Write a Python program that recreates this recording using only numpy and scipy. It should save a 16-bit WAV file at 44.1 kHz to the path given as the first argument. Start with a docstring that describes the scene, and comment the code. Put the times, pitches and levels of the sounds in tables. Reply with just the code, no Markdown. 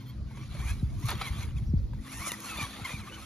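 """Toy truck over rough ground

A small electric toy truck crawls over grass, roots and dirt. Its plastic gears rattle (shaped noise) and whine
with the load (sines at the tooth rate); the chassis knocks (decaying rings) and grass snaps (noise bursts).
Two thin hisses open the scene. Wind puffs thump on the microphones (low noise and falling pulses), a far engine
hums (wavering sines), a small bird chirps (arched whistles) and soft country air (noise) lies behind it all."""
import sys
import numpy as np
from scipy import signal
from scipy.fft import rfft, irfft, next_fast_len
from scipy.io import wavfile
from scipy.ndimage import uniform_filter1d, map_coordinates

SR = 44100
rng = np.random.default_rng(int(sys.argv[2]) if len(sys.argv) > 2 else 0)


def persist_wave(psi):
    """Save psi, clipped to +-1, as 16-bit WAV."""
    counts = np.round(np.clip(psi, -1, 1) * 32767).astype(np.int16)
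    wavfile.write(sys.argv[1], SR, np.atleast_2d(counts).T)


def gain_from_db(level_db):
    """Turn a decibel level (scalar or array-like) into a linear amplitude factor."""
    decades = np.asarray(level_db, float) / 20
    return 10 ** decades


N = 143325
T = np.arange(N) / SR

# Event and source levels below are relative: each source sets its final trim. Spectra give shape only.

# gear train noise: (time [s], level [dB], treble over that level [dB])
DRIVE = [(0.0, -56, -13), (0.05, -61, -10.5), (0.1, -58, -10.5), (0.19, -67, -13.5), (0.37, -53, -8),
         (0.5, -53, -12), (0.71, -45, -3.5), (0.72, -48, -6.5), (0.84, -58.5, -7.5), (0.97, -58.5, -7),
         (1.071, -44, -4), (1.091, -35.5, -10), (1.181, -49, -11), (1.22, -41, -11), (1.23, -42.5, -13.5),
         (1.279, -39.5, -6.5), (1.31, -49, -11), (1.36, -50, -8.5), (1.43, -44, -8.5), (1.54, -61.5, -12.5),
         (1.58, -55, -5), (1.61, -61.5, -9), (1.92, -67, -21), (1.94, -64, -8), (1.96, -65, -9.5),
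         (2.11, -46.5, -5), (2.18, -46, 1), (2.22, -43, -5), (2.28, -43.5, 4), (2.313, -47.5, 0),
         (2.34, -43, -1.5), (2.36, -46.5, -5.5), (2.45, -45.5, -1), (2.51, -41.5, -5.5), (2.57, -43, -9.5),
         (2.611, -39.5, -4.5), (2.73, -45, -11), (2.84, -42, -12.5), (2.85, -41, -2.5), (2.87, -39.5, -8),
         (3.03, -50, -8), (3.25, -48, -6)]
# gear whines, one table each: (time [s], tooth rate [Hz], level of 1st, 2nd, 3rd multiple [dB, dB, dB])
WHINES = [
    [(0.0, 1056, -66, -67.5, -64), (0.008, 1060, -72, -62, -63), (0.024, 1062, -80, -68, -61.5),
     (0.04, 1082, -87, -87, -84), (0.072, 1060, -86, -78, -61), (0.078, 1066, -82, -106, -68),
     (0.088, 1045, -81, -81, -60), (0.1, 1094, -78, -58, -54), (0.13, 1120, -88, -90, -75)],
    [(0.3, 1084, -72, -70, -87), (0.318, 1097, -64, -72, -91), (0.332, 1059, -77, -62, -76),
     (0.352, 1083, -57.5, -63, -85), (0.364, 1132, -62, -62, -79), (0.382, 1093, -63, -64, -84),
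     (0.43, 1170, -55.5, -59, -72), (0.47, 1150, -80, -73, -77)],
    [(0.6, 473, -67, -62, -57), (0.608, 492, -62, -77, -65), (0.622, 506, -71, -59, -74),
     (0.642, 599, -76, -46, -66), (0.66, 719, -85.5, -70, -53), (0.686, 821, -77, -53.5, -50),
     (0.706, 838, -65, -43.5, -45.5), (0.73, 850, -77, -69, -58)],
    [(0.78, 1273, -71, -83, -82), (0.786, 1303, -76, -80, -69), (0.792, 1290, -70, -83, -63),
     (0.796, 1263, -71, -96, -54), (0.8, 1310, -86, -83, -59), (0.804, 1265, -70, -83, -57),
     (0.82, 1260, -78, -90, -73)],
    [(1.02, 911.7, -51, -57, -73), (1.036, 1025, -55, -51, -80), (1.042, 1063, -54, -57, -70),
     (1.062, 1192, -48, -50, -62), (1.07, 1240, -58, -66, -65), (1.076, 1300, -61, -60, -69),
     (1.085, 1297, -53, -51, -51)],
    [(1.22, 1155, -56, -58, -64), (1.23, 1163, -58, -42, -65), (1.242, 1135, -54, -46, -67),
     (1.25, 1158, -63, -44, -70), (1.266, 1111, -44, -46, -58), (1.274, 1080, -50, -40, -60),
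     (1.284, 1032, -50, -41.5, -58), (1.3, 1025, -60, -54, -69)],
    [(1.37, 1198, -59, -71, -74), (1.382, 1185, -58, -52, -69), (1.392, 1190, -59, -60, -64),
     (1.4, 1202, -67, -63, -65), (1.414, 1207, -65, -51, -58), (1.422, 1193, -71, -66, -69),
     (1.442, 1220, -66, -52, -76), (1.45, 1184, -64, -64, -74)],
    [(1.553, 1062, -82, -75, -76), (1.559, 1155, -77, -76, -63), (1.569, 1276, -77, -51, -63),
     (1.573, 1250, -77, -58, -59), (1.579, 1154, -72, -64, -62), (1.587, 1080, -71, -55, -58),
     (1.593, 1000, -68, -69, -77), (1.6, 977.5, -68, -81, -83)],
    [(2.06, 515, -76, -68, -70), (2.066, 548, -78, -62, -66), (2.08, 634.5, -80, -75, -53.5),
     (2.102, 724, -81, -72, -52.5), (2.146, 878, -63, -52, -52.5), (2.17, 927, -63, -53, -52),
     (2.178, 900, -53, -61, -53), (2.19, 923.2, -59, -45, -65)],
    [(2.19, 935.8, -50, -48, -66), (2.224, 1112, -45, -46, -58), (2.25, 1173, -45, -42, -54),
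     (2.272, 1143, -44, -46, -60), (2.31, 935, -66, -45, -44), (2.324, 966, -41.5, -61, -57),
     (2.34, 973, -59, -42, -65), (2.36, 950, -66, -62, -74)],
    [(2.44, 1484, -80, -66, -66), (2.466, 1430, -47, -59, -58), (2.502, 1304, -49, -43, -64),
     (2.518, 1300, -44, -46, -66), (2.542, 1265, -49, -45, -66), (2.55, 1260, -48, -51, -66),
     (2.565, 1313, -72, -55, -72)],
    [(2.57, 1178, -53, -54, -39), (2.582, 1180, -59, -46, -43), (2.594, 1247, -48, -37, -48),
     (2.606, 1181, -45, -36.5, -47), (2.63, 1156, -40, -44, -45), (2.636, 1160, -40.5, -38.5, -58),
     (2.65, 1100, -40.5, -50, -47), (2.67, 1140, -49, -66, -47)],
    [(2.84, 1086, -59, -51, -69), (2.852, 1060, -44, -39, -47), (2.858, 1085, -39.5, -29.5, -49),
     (2.866, 1000, -49, -52, -45), (2.872, 960, -59, -59, -61), (2.88, 969.3, -59, -65, -73)],
    [(2.885, 1250, -60, -50, -63), (2.912, 1225, -58, -46, -62), (2.93, 1162, -76, -49, -68),
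     (2.944, 1226, -57, -43.5, -53), (2.96, 1184, -69, -44.5, -83), (2.97, 1130, -59, -51, -76),
     (2.985, 1120, -58, -62, -70)],
    [(2.985, 1295, -75, -71, -67), (3.001, 1333, -60, -54, -66), (3.015, 1203, -53, -55, -70),
     (3.037, 1070, -59, -52, -66), (3.069, 1058, -55.5, -64, -75), (3.085, 1207, -45.5, -65, -72),
     (3.101, 1330, -72, -47, -73), (3.11, 1320, -57.5, -55, -72)],
    [(3.11, 1456, -71, -58, -60), (3.132, 1485, -53, -46, -77), (3.148, 1495, -58, -48.5, -67),
     (3.168, 1490, -49, -64, -78), (3.186, 1305, -71, -58, -72), (3.2, 1240, -64, -71, -87),
     (3.226, 1285, -51, -61, -58), (3.25, 1310, -57, -68, -76)],
]
# higher multiples of the tooth rate: (multiple [number], level against the 3rd [dB])
HIGH_MULTIPLES = [(4, -9), (5, -17), (6, -18), (8, -17), (9, -17)]
# colour of the plastic shell: (frequency [Hz], density [dB per Hz])
SHELL = [(150, -39), (400, -15.5), (750, -10), (1150, -2.5), (1700, -8.5), (2350, -4), (2900, -10.5),
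         (3300, -7.5), (3450, -6), (3620, -9), (4100, -9), (4300, -8), (4500, -11.5), (5000, -23),
         (5600, -72)]
# treble of the gear noise: (frequency [Hz], density [dB per Hz])
FIZZ = [(4000, -72), (5000, -6), (6400, -1), (7500, -5.5), (9000, 0.5), (10500, -3), (12000, -9),
        (13700, -14), (14300, -54), (15700, -76)]
# chassis knocks: (time [s], level [dB], pitch [Hz], decay by 60 dB [s])
KNOCKS = [(.309, -43.5, 895, 0.045), (0.372, -40.5, 965, 0.042), (0.549, -37, 576, 0.043),
          (.6, -39, 780, 0.026), (.711, -37, 670, 0.016), (1.085, -25, 1243, 0.024),
          (1.092, -23.5, 3880, 0.022), (1.104, -20, 4130, 0.0054), (1.114, -22, 4900, 0.008),
          (1.112, -27.5, 946, 0.035), (1.125, -27, 766, 0.02), (1.131, -35.5, 350, 0.11),
          (1.152, -32, 3300, 0.029), (1.2126, -21.5, 1254, 0.026), (1.2165, -22, 1285, 0.023),
          (1.507, -42, 2950, .02), (1.631, -50, 1970, 0.018), (1.933, -38, 956, 0.028),
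          (1.988, -49, 1910, 0.033), (2.271, -28, 590, 0.023), (2.3172, -20.5, 3680, 0.013),
          (2.32, -26.5, 2100, .014), (2.584, -32, 630, 0.029), (2.6282, -22, 3130, 0.0069),
          (2.796, -34, 783, 0.03), (2.847, -29.5, 2127, 0.027), (2.893, -27, 1960, 0.025),
          (2.904, -28, 990, 0.014)]
# grass and twig snaps: (time [s], level [dB], decay by 60 dB [s])
SNAPS = [(0.9981, -42, 0.018), (1.0566, -31, 0.015), (1.064, -32, 0.015), (1.085, -27, 0.015),
         (1.0916, -30, 0.015), (1.104, -22, 0.015), (1.1538, -43, 0.015), (1.177, -37.5, 0.015),
         (1.215, -39, 0.013), (1.3753, -48, 0.017), (2.3177, -21.5, 0.014), (2.403, -29, 0.015),
         (2.5721, -35, 0.015), (2.6262, -27, 0.01), (2.8504, -45, 0.015)]
# thin high hisses: (start [s], length [s], level [dB])
HISSES = [(0, .045, -68), (0.057, .065, -63)]
# colour of the hisses: (frequency [Hz], density [dB per Hz])
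HISS_BAND = [(9000, -20), (12000, -4), (13700, 0), (14400, -6), (14700, -60)]
# wind on the microphones: (time [s], level [dB], deep bass over that level [dB])
WIND = [(0, -66, 0), (.25, -39, -1), (.42, -49, -10), (.6, -39.5, 5.5), (.75, -38.5, -0.5), (.9, -38, -5.5),
        (1.05, -36, -1), (1.18, -37.5, -9), (1.4, -34.5, -12), (1.65, -37.5, 3.5), (1.8, -39, 4),
        (2.0, -41.5, 8.5), (2.06, -57, -2), (2.2, -47, -3), (2.4, -61, -2.5), (2.6, -52, 3),
        (2.72, -54.5, 1), (3, -48.5, -4.5), (3.25, -45.5, -14)]
# colour of the wind buffeting: (frequency [Hz], density [dB per Hz])
BUFFET = [(15, -58), (25, -30), (54, 6), (102, 6), (178, -7), (270, -21.5), (400, -26), (520, -59),
          (880, -120)]
# colour of the deep wind bass: (frequency [Hz], density [dB per Hz])
DEEP = [(15, -48), (30, -10.5), (55, 0.5), (80, -7.5), (120, -22.5), (200, -67)]
# single puffs: (time [s], level [dB], last pitch [Hz], length [cycles], start above last pitch [ratio])
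PUFFS = [(0.258, -29.5, 53, 1.9, 0.38), (0.507, -30, 64, 1.34, .6), (0.652, -21, 74.5, 1.08, 0.39),
         (0.828, -20, 59, 2.46, 3.22), (1.039, -21.5, 110.4, 3.3, 0.19), (1.305, -23.5, 60, 1.6, 0.46),
         (1.564, -24.5, 74.4, 0.9, 0.81), (1.62, -25, 91.6, 1.9, 0.94), (1.69, -23.5, 75.4, 3.1, 0.57),
         (1.736, -16.5, 67.7, 1.96, 3.17), (1.779, -26, 54.4, 1.7, 0.2), (1.945, -27, 96.3, 1.9, 0.43),
         (2.2, -32, 62, 1.3, 0.51), (2.612, -27.5, 146, 1.3, 0.6), (2.629, -27.5, 74.6, 1.5, 1.04),
         (2.814, -33, 74, 2.5, 2.3), (2.939, -26, 73.5, 1.2, 1.23)]
# far engine lines: (frequency [Hz], level at first [dB], level once the load has changed [dB])
HUM = [(107.1, -49.5, -56.5), (131.2, -45.5, -60.5), (157.8, -57, -60), (210, -52.5, -53.5),
       (262, -59, -57.5), (322.4, -67.5, -59)]
# start and end of the engine's load change: (time [s])
LOAD_CHANGES_S = [1.47, 2.48]
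# bird chirps: (start [s], length [s], start pitch [Hz], arch pitch [Hz], end pitch [Hz], level [dB])
CHIRPS = [(1.655, 0.06, 4300, 5800, 4400, -69), (1.76, .045, 3600, 4700, 4000, -68.5),
          (1.77, 0.0355, 5900, 5800, 6200, -77), (.395, 0.058, 5600, 5800, 5200, -66)]
# colour of the countryside air: (frequency [Hz], density [dB per Hz])
AIR = [(110, -42), (180, -5.5), (209, -8), (271, -9.5), (379, -18.5), (409, -18.5), (502, -20.5),
       (2640, -49), (4790, -34.5), (13600, -68.5), (14300, -100)]
# phase between the two microphone ports: (frequency [Hz], lead of the left [rad])
LEAD = [(0, 0), (1980, 0.5), (2930, 1.26), (4570, 1.16), (7750, -2), (8870, -1.5), (11100, -7.5),
        (13000, -5), (14100, -6.5), (15300, -9.5)]
# likeness of the two ports for near sounds: (frequency [Hz], likeness [0-1])
ALIKE = [(30, 1), (110, 0.81), (300, 1), (2000, 0.86), (5000, 0.3), (8200, 0.76), (15000, 0.24)]
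# likeness of the two ports for far sounds: (frequency [Hz], likeness [0-1])
AIR_ALIKE = [(60, 0.68), (300, 0.98), (700, 0.23), (3000, 0.21), (8200, 0.32), (15000, .6)]
# tone of the ports' sum, with cancelled bands: (frequency [Hz], gain [dB])
SUM_TONE = [(7000, 0), (7550, -1), (7800, -19.5), (8600, -33), (8950, -4.5), (9400, 0.5), (13600, -0.5),
            (14200, -1), (15700, -12)]
# tone of the ports' difference, with cancelled bands: (frequency [Hz], gain [dB])
DIFFERENCE_TONE = [(1600, 1.5), (1950, -3), (2300, -3), (10900, 1), (11300, -43), (13000, -37), (13400, 4)]

GRIT_PER_S, GRIT_DB = 260, -12  # ticks of sand and stems, against the rattle
WHINE_ROUGH, WHINE_FADE_S = .008, .005  # random pitch shake as a fraction; fade at each end
WHINE_FLUTTER_DB, RASP_DB = 1.4, .85  # slow flutter; fast flutter, growing up to the 4th line
PINION_TEETH, WOBBLE_DEPTH = 10, .45  # the off-centre pinion throbs once a turn
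SHELL_RING_HZ, SHELL_RING_WIDTH_HZ, SHELL_RING_DB = 4240, 240, 8.5  # a shell mode lifts lines crossing it
HARD_KNOCK_DB = -26  # harder knocks crack more, softer ones less
PUFF_FALL_S = 0.0077  # time constant of the pitch fall
AIR_DB = -53.5


def unit(x):
    """Scaled to rms 1."""
    return x / np.sqrt(np.mean(x ** 2) + 1e-20)


def along(points, hz):
    """Reads (frequency, value) points on a log frequency axis."""
    f, v = np.transpose(points)
    return np.interp(np.log(hz + 1), np.log(f + 1), v)


def wobble(rate):
    """A smooth random curve, rate knots a second."""
    return map_coordinates(rng.standard_normal(int(N * rate / SR) + 4), [T * rate])


def filtered(x, response):
    """x times a complex response of frequency."""
    m = next_fast_len(N + 8192)
    return irfft(rfft(x, m) * response(np.fft.rfftfreq(m, 1 / SR)), m)[..., :N]


def rush(spectrum, patchy_db, channels=2):
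    """Coloured noises of joint rms 1, with patches of random gain over time and frequency."""
    z = signal.stft(rng.standard_normal((channels, N)), nperseg=512)[2]
    field = uniform_filter1d(rng.standard_normal(z.shape[1:]), size=2, axis=0)
    field = uniform_filter1d(field, size=6, axis=1)
    x = signal.istft(z * gain_from_db(patchy_db * unit(field)), nperseg=512)[1][:, :N]
    return unit(filtered(x, lambda hz: gain_from_db(along(spectrum, hz))))


def add(track, s, sound):
    """Mixes a sound in at time s."""
    part = track[max(round(s * SR), 0):][:len(sound)]
    part += sound[:len(part)]


def gears():
    """Rattle of the gear train in the shell, its treble flickering, with ticks of grit."""
    s, level_db, treble_db = np.transpose(DRIVE)
    jolts_db = 1.71 * wobble(34.686) + 0.64 * wobble(250)
    hits = rng.random(N) < GRIT_PER_S / SR
    ticks = hits * rng.standard_normal(N) * gain_from_db(2.5 * rng.exponential(size=N))
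    # grit takes only a faint colour from the shell
    grit = filtered(ticks, lambda hz: gain_from_db(0.22 * along(SHELL, hz)) * (hz < 13800))
    grit = gain_from_db(GRIT_DB) * unit(grit)
    rattle = rush(SHELL, patchy_db=3.5) + [grit, 0 * grit]
    body = gain_from_db(np.interp(T, s, level_db) + jolts_db - 2.0) * rattle
    fizz_db = np.interp(T, s, level_db + treble_db) + jolts_db + 0.59 * wobble(400) + 1.5
    return body + gain_from_db(fizz_db) * rush(FIZZ, patchy_db=3.5)


def whine():
    """Teeth meshing at the motor's speed; each overtone flutters on its own."""
    out = np.zeros(N)
    shake = WHINE_ROUGH * wobble(300)
    flutter = [gain_from_db(WHINE_FLUTTER_DB * wobble(70) + RASP_DB * min(k + 1, 4) * wobble(350)) for k in range(8)]
    for rows in WHINES:
        s, *columns = np.transpose(rows)
        hz, *low_db = [np.interp(T, s, column) for column in columns]
        lines = list(enumerate(low_db, 1)) + [(k, low_db[2] + db) for k, db in HIGH_MULTIPLES]
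        turn = 2 * np.pi * np.cumsum(hz * (1 + shake)) / SR
        gate = np.clip(np.minimum(T - s[0], s[-1] - T) / WHINE_FADE_S, 0, 1)
        for (k, db), gain in zip(lines, flutter):
            throb = 1 + WOBBLE_DEPTH * np.sin(turn / PINION_TEETH + k)
            out += gate * gain_from_db(db + 2.0) * gain * throb * np.sin(k * turn)

    def shell_mode(hz):
        return gain_from_db(SHELL_RING_DB * np.exp(-((hz - SHELL_RING_HZ) / SHELL_RING_WIDTH_HZ) ** 2))
    return filtered(out, shell_mode)


def knocks():
    """The chassis hits roots and stones: a dull plastic ring with a short crack through the shell."""
    ring, crack, t = np.zeros(N), np.zeros(N), T[:4096]
    noises = rng.standard_normal((len(KNOCKS), len(t)))
    for (s, db, hz, t60), noise in zip(KNOCKS, noises):
        fall = gain_from_db(db - 60 * t / t60) * (1 - np.exp(-t / 0.0014))
        turn = 2 * np.pi * hz * t
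        modes = np.sin(turn) + 0.24 * np.sin(1.7 * turn) + 0.49 * np.sin(0.6 * turn)
        add(ring, s, fall * modes)
        add(crack, s, fall * noise * gain_from_db(0.52 * (db - HARD_KNOCK_DB)))
    crack = filtered(crack, lambda hz: gain_from_db(0.29 * along(SHELL, hz)))
    return gain_from_db(-1.5) * ring + gain_from_db(3) * crack


def snaps():
    """Dry stems snap under the tyres: short bright bursts of decaying noise."""
    out, t = np.zeros(N), T[:2048]
    noises = rng.standard_normal((len(SNAPS), len(t)))
    for (s, db, t60), noise in zip(SNAPS, noises):
        add(out, s, gain_from_db(db - 60 * t / t60) * (1 - np.exp(-t / 0.00088)) * noise)
    bright = [(1500, -30), (4000, -2.0), (10500, 2.0), (15700, -6)]
    return gain_from_db(0.5) * filtered(out, lambda hz: gain_from_db(along(bright, hz)))


def hiss():
    """Two short bursts of very high noise at the start, each swelling and fading."""
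    gate = np.zeros(N)
    for s, length, db in HISSES:
        arch = np.sin(np.pi * np.clip((T - s) / length, 0, 1))
        gate += gain_from_db(db) * np.sqrt(arch ** 2)
    return gate * rush(HISS_BAND, patchy_db=2.5)


def wind():
    """Low lumpy buffeting with single puffs, each a low thump whose pitch falls fast."""
    s, level_db, deep_db = np.transpose(WIND)
    out = gain_from_db(np.interp(T, s, level_db) + 2.28 * wobble(16)) * rush(BUFFET, patchy_db=3.0)
    out += gain_from_db(np.interp(T, s, level_db + deep_db) + 3.2 * wobble(12.03)) * rush(DEEP, patchy_db=-4.0)
    t = T[:8192]
    for s, db, hz, cycles, above in PUFFS:
        turn = 2 * np.pi * hz * (t + above * PUFF_FALL_S * (1 - np.exp(-t / PUFF_FALL_S)))
        swell = (1 - np.exp(-t / 0.0019)) ** 2 * np.exp(-1.6 * (t * hz / cycles) ** 2)
        add(out[0], s, -gain_from_db(db + 1.5) * swell * np.sin(turn))  # every puff starts negative
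    return out


def engine():
    """Far engine: low lines wavering in pitch and level, rebalanced as its load changes."""
    out = np.zeros(N)
    for hz, *levels_db in HUM:
        level_db = np.interp(T, LOAD_CHANGES_S, levels_db) + 1.5 + 3.67 * wobble(13)
        out += gain_from_db(level_db) * np.sin(2 * np.pi * np.cumsum(hz + 3 * wobble(15)) / SR)
    return out


def bird():
    """Thin far whistles, each a sine on a curved pitch path with a fast tremble."""
    out = np.zeros(N)
    for s, length, hz0, hz1, hz2, db in CHIRPS:
        u = np.arange(int(length * SR)) / (length * SR)
        # a parabola through the start, arch and end pitches
        hz = hz0 * (1 - u) * (1 - 2 * u) + 4 * hz1 * u * (1 - u) + hz2 * u * (2 * u - 1)
        hz = hz + 260 * wobble(606)[:len(u)]
        add(out, s, gain_from_db(db + 6) * np.sqrt(np.sin(np.pi * u)) * np.sin(2 * np.pi * np.cumsum(hz) / SR))
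    return out * gain_from_db(2.7 * wobble(200))


def air():
    """Countryside air: a steady bed of soft, patchy noise."""
    return gain_from_db(AIR_DB) * rush(AIR, patchy_db=-4.0)


def ports(pair, alike):
    """A shared sound and an unrelated one reach the two ports, with a phase lead on the left."""
    def shares(hz):
        angle = np.arccos(np.clip(along(alike, hz), 0, 1)) / 2
        return [np.cos(angle), np.sin(angle)]
    shared, unrelated = filtered(pair, shares)
    both = np.array([shared + unrelated, shared - unrelated])
    return filtered(both, lambda hz: np.exp(.5j * np.outer([1, -1], along(LEAD, hz))))


def scene():
    """Truck in front, wind and engine below, air all round."""
    near = gears() + wind()
    near[0] += whine() + knocks() + snaps() + engine()  # row 0 is shared by both ports
    near += hiss()
    far = air()
    far[0] += bird()
    balance = gain_from_db([[.2], [-.2]])  # left and right, dB
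    return ports(near, ALIKE) * balance + ports(far, AIR_ALIKE)


def roll_off(x):
    """The treble ends steeply here."""
    return signal.sosfilt(signal.butter(12, 15740, fs=SR, output="sos"), x)


def record(dry):
    """The sum and difference of the two ports each lose some treble bands."""
    pair = np.array([dry[0] + dry[1], dry[0] - dry[1]]) / 2
    mid, side = filtered(pair, lambda hz: gain_from_db([along(SUM_TONE, hz), along(DIFFERENCE_TONE, hz)]))
    return roll_off(np.array([mid + side, mid - side]))


dry = scene()
out = record(dry)
persist_wave(out)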